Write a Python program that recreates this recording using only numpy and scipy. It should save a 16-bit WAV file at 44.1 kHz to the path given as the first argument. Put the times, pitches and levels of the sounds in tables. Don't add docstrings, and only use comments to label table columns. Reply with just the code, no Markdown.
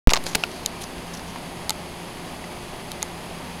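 import sys
import numpy as np
from scipy import signal
from scipy.fft import rfft, irfft
from scipy.io import wavfile

SR = 44100
rng = np.random.default_rng(int(sys.argv[2]) if len(sys.argv) > 2 else 0)


def store_pcm(level_fs):
    pcm = np.round(np.clip(level_fs, -1, 1) * 32767).astype(np.int16)
    wavfile.write(sys.argv[1], SR, np.atleast_2d(pcm).T)


N = 158760
T = np.arange(N) / SR
CUTOFF_HZ = 15900


def from_db(db):
    return 10 ** (np.asarray(db) / 20)


def rms_one(x):
    return x / np.sqrt(np.mean(x ** 2) + 1e-20)


def noise(spectrum):
    hz, db = np.transpose(spectrum)
    f = np.maximum(np.fft.rfftfreq(N, 1 / SR), 1)
    colour = from_db(np.interp(np.log(f), np.log(hz), db))
    rolloff = np.minimum(1, hz[-1] / f) ** 2
    return rms_one(irfft(rfft(rng.standard_normal(N)) * colour * rolloff, N))


def drift(rate_hz):
    f = np.fft.rfftfreq(N, 1 / SR)
    return rms_one(irfft(rfft(rng.standard_normal(N)) * (f > 0) / (1 + (f / rate_hz) ** 2), N))


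def cut(x, hz, kind, order=2):
    return signal.sosfilt(signal.butter(order, hz, kind, fs=SR, output="sos"), x)


def bell(hz, centre_hz, width_oct):
    return np.exp(-(np.log2(hz / centre_hz) / width_oct) ** 2)


def ring(t, hz, t60):
    return np.cos(2 * np.pi * hz * t) * np.exp(-np.log(1000) * t / t60)


def add(out, start_s, x):
    i = int(start_s * SR)
    out[i:i + len(x)] += x[:N - i]


def swell(middle_s, half_s, db):
    return from_db(db) * np.exp(-((T - middle_s) / half_s) ** 2)


def fan():
    # (frequency [Hz], relative level [dB])
    air_colour = [(15, -4), (30, -3), (100, -5.5), (160, 0), (260, -1.5), (400, -5.5), (500, -6), (740, -3),
                  (1000, -6), (1230, -10.5), (1380, -17.5), (2500, -26.5)]
    # (frequency [Hz], rms level [dB], waver share [0-1])
    hum_tones = [(21.5, -53.5, 0.26), (78.4, -50.5, 0.49), (114.6, -59.5, 0.7), (156, -56, 0.9),
                 (172.2, -45.5, 0.33), (205.8, -58, 0.6), (236.6, -55, 0.98), (250.2, -54.5, 0.86),
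                 (357, -49, 0.3), (387.2, -55, 0.74), (415, -57, 0.66), (607, -56.5, 0.49),
                 (714, -54.5, 0.25), (930, -58, 0.35), (1090, -66, .35), (14450, -78, .6)]
    air_db, flutter_db, waver_hz = -38.5, .4, 3.4
    out = from_db(air_db + flutter_db * drift(rate_hz=22)) * noise(air_colour)
    for hz, db, waver in hum_tones:
        steady = np.sqrt(2 * (1 - waver ** 2))
        wander = waver * (drift(waver_hz) + 1j * drift(waver_hz))
        tone = np.exp(2j * np.pi * (hz * T + rng.random()))
        out += from_db(db) * np.real((steady + wander) * tone)
    return out


def spray():
    # (frequency [Hz], relative level [dB])
    water_colour = [(600, -2.5), (1400, -2.5), (2000, 0.5), (3350, -1.5), (3600, -5), (4250, -5.5),
                    (4750, -3.5), (5400, -9.5), (5850, -13), (6250, -7.5), (7400, -13), (8500, -12.5),
                    (9500, -8.5), (10600, -8.5), (12400, -16.5), (13800, -22), (15700, -28)]
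    hiss_db, flicker_db = -41, .4
    return from_db(hiss_db + flicker_db * drift(rate_hz=31)) * noise(water_colour)


def switch_on_pop():
    # (time [s], height [full scale = 1], rise [s])
    surges = [(0.0732, 1.66, 0.000028), (0.0774, 0.62, 0.00035), (0.081, 0.71, 0.00066)]
    decay_s, end_s, fall_s = .0042, .0825, .0031
    sag_depth, recovery_s = .13, .084
    surge = sum(height * np.clip((T - start_s) / rise_s, 0, 1) * np.exp(-np.abs(T - start_s) / decay_s)
                for start_s, height, rise_s in surges)
    since_end = np.maximum(T - end_s, 0)
    held = np.exp(-since_end / fall_s)
    sag = sag_depth * (1 - held) * np.exp(-since_end / recovery_s)
    return surge * held - sag


def finger_knocks():
    # (time [s], level [dB], decay [s], panel pitch [Hz], ring against grit [dB], top of the grit [Hz])
    knocks = [(0.0931, -14, 0.0019, 1290, -8, 5360), (0.1025, -10, 0.00095, 1000, -11, 7900),
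              (0.107, -16, 0.0015, 1500, -7, 11100), (0.1084, -17, 0.003, 900, -1, 4940),
              (0.1143, -19, 0.00096, 1420, 5, 9000), (0.1217, -16, 0.00079, 685, 11.5, 1200),
              (0.1351, -4.5, 0.0015, 490, -7, 7200), (0.1377, -16.5, 0.0051, 1160, 1.5, 6800),
              (0.1475, -8, 0.00047, 1290, -6, 9200), (0.1576, -16, 0.0024, 880, -3, 5260),
              (0.1656, -10.5, 0.0015, 1130, 0.5, 5800), (0.1727, -16.5, .0022, 724, 1.5, 5760),
              (0.2655, -16, 0.0015, 467, -2.5, 7160), (0.3326, -29, 0.0027, 1190, 0, 4500),
              (0.3492, -12, 0.002, 1650, -4, 6300), (.3522, -11.5, .003, 870, -4.5, 4700),
              (0.3526, -7, 0.0015, 1480, -12, 12700), (.353, -37.5, 0.014, 434, 12.5, 900),
              (.353, -41, 0.027, 164, 12.5, 350), (.4352, -37, 0.0075, 720, 11.5, 1490),
              (.4370, -20.5, 0.0039, 1410, 4, 2920), (0.437, -14, 0.0013, 2650, 8, 5930),
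              (0.5154, -29, 0.0014, 3980, -10, 7900), (.982, -33, .002, 3000, -8, 4500),
              (1.194, -29, 0.0017, 1690, -1, 6340), (1.3595, -24.5, 0.0013, 900, 4.5, 3460),
              (2.440, -37.5, 0.0053, 2000, 6.5, 6000), (3.0218, -26, 0.001, 3550, 1, 5470)]
    attack_s, tail_db, tail_s = .00022, -26.5, .004
    leak_db = -28
    out, t = np.zeros(N), T[:SR // 10]
    attack = 1 - np.exp(-t / attack_s)
    tail = from_db(tail_db) * np.exp(-t / tail_s)
    for start_s, db, decay_s, panel_hz, ring_db, top_hz in knocks:
        bright = cut(rng.choice([-1., 1.], len(t)), panel_hz, "high")
        grit = rms_one(cut(bright, top_hz, "low", order=6) + from_db(leak_db) * bright)
        panel = from_db(ring_db) * np.sin(2 * np.pi * panel_hz * t)
        envelope = attack * (np.exp(-t / decay_s) + tail)
        add(out, start_s, from_db(db) * envelope * (grit + panel))
    return out


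def seam_clicks():
    # (time [s], level [dB], favoured pitch [Hz], hollow ring [dB], wall ring [dB])
    snaps = [(.1352, 0, 6700, 5, 1), (0.239, -17.5, 11000, -10, 0), (0.6607, -3.5, 6460, -13, 4.5),
             (1.6946, -1, 4800, -2, -0.5), (1.7053, -5, 7340, 5.5, 2.5), (2.9173, -15, 9900, 1, 5),
             (3.0277, -4.5, 6860, 4, -3)]
    # (frequency [Hz], relative level [dB], t60 [s])
    case_modes = [(862, -21.5, 0.035), (1290, -23.5, 0.016), (2070, -28, 0.025), (3060, -28, 0.026),
                  (3710, -15, 0.01), (4250, -12, 0.0056), (4860, -16.5, 0.0071), (6730, -10, 0.005),
                  (7650, -15, 0.0038), (9840, -13.5, 0.0039), (10400, -20, 0.0063), (11400, -18, 0.0041),
                  (13700, -31, .004)]
    attack_s, max_lag_s = .00004, .00034
    grit_db, grit_decay_s = -11.5, .0014
    hollow_below_hz, wall_below_hz = 2500, 5800
    contact_boost_db = 7.5
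    out, t = np.zeros(N), T[:SR // 10]
    attack = 1 - np.exp(-t / attack_s)
    for start_s, db, favoured_hz, hollow_db, wall_db in snaps:
        puff = rng.choice([-1., 1.], len(t)) * attack * np.exp(-t / grit_decay_s)
        grit = cut(cut(puff, 1490, "high"), 12500, "low", order=4)
        add(out, start_s, from_db(db + grit_db) * grit)
        for hz, mode_db, t60 in case_modes:
            contact_db = contact_boost_db * bell(hz, favoured_hz, width_oct=.14)
            body_db = hollow_db if hz < hollow_below_hz else wall_db if hz < wall_below_hz else 0
            gain = from_db(db + mode_db + contact_db + body_db)
            add(out, start_s + max_lag_s * rng.random(), gain * attack * ring(t, hz, t60))
    return out


def grip_thuds():
    # (middle [s], half length [s], level [dB])
    thuds = [(.136, 0.0033, -32), (.354, 0.0031, -20), (.98, 0.02, -35.5)]
    # (frequency [Hz], relative level [dB])
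    thud_colour = [(20, -17), (50, 14), (90, -3), (170, 6), (350, -11), (600, -28), (2000, -62)]
    return sum(swell(*thud) for thud in thuds) * noise(thud_colour)


def finger_rubs():
    # (middle [s], half length [s], level [dB], rasp pitch [Hz])
    strokes = [(0.27, 0.013, -33, 4500), (.289, .014, -34, 6700), (.32, 0.033, -44, 6600),
               (0.405, 0.058, -43.5, 4800), (.56, 0.25, -48.5, 4300), (0.821, 0.01, -34.5, 9500),
               (0.838, 0.0075, -34, 6300), (1.14, 0.0051, -33.5, 6000), (1.15, .003, -33.5, 5650),
               (1.174, 0.008, -41, 5800), (1.292, 0.024, -45, 6300), (1.37, .012, -50, 4000)]
    # (frequency [Hz], relative level [dB])
    skin_colour = [(600, 2.5), (2000, -2), (4000, 4.5), (6300, 0), (8000, -6), (10500, -2), (13000, -9),
                   (16000, -23)]
    grain_db, rasp_db = 2, 7.5
    hz = np.geomspace(500, CUTOFF_HZ, 100)
    skin_hz, skin_db = np.transpose(skin_colour)
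    base_db = np.interp(np.log(hz), np.log(skin_hz), skin_db)
    grain = rms_one(from_db(grain_db * drift(rate_hz=300)))
    out = np.zeros(N)
    for middle_s, half_s, db, rasp_hz in strokes:
        colour_db = base_db + rasp_db * bell(hz, rasp_hz, width_oct=.24)
        out += swell(middle_s, half_s, db) * grain * noise(np.column_stack([hz, colour_db]))
    return out


def scene():
    return (fan() + spray() + finger_knocks() + seam_clicks() + grip_thuds() + finger_rubs())[None]


def record(dry):
    switch_on_s = .073
    live = np.clip(dry * (T >= switch_on_s) + switch_on_pop(), -1, 1)
    steep_lowpass = signal.ellip(12, .1, 100, CUTOFF_HZ, fs=SR, output="sos")
    return signal.sosfilt(steep_lowpass, live)


dry = scene()
out = record(dry)
store_pcm(out)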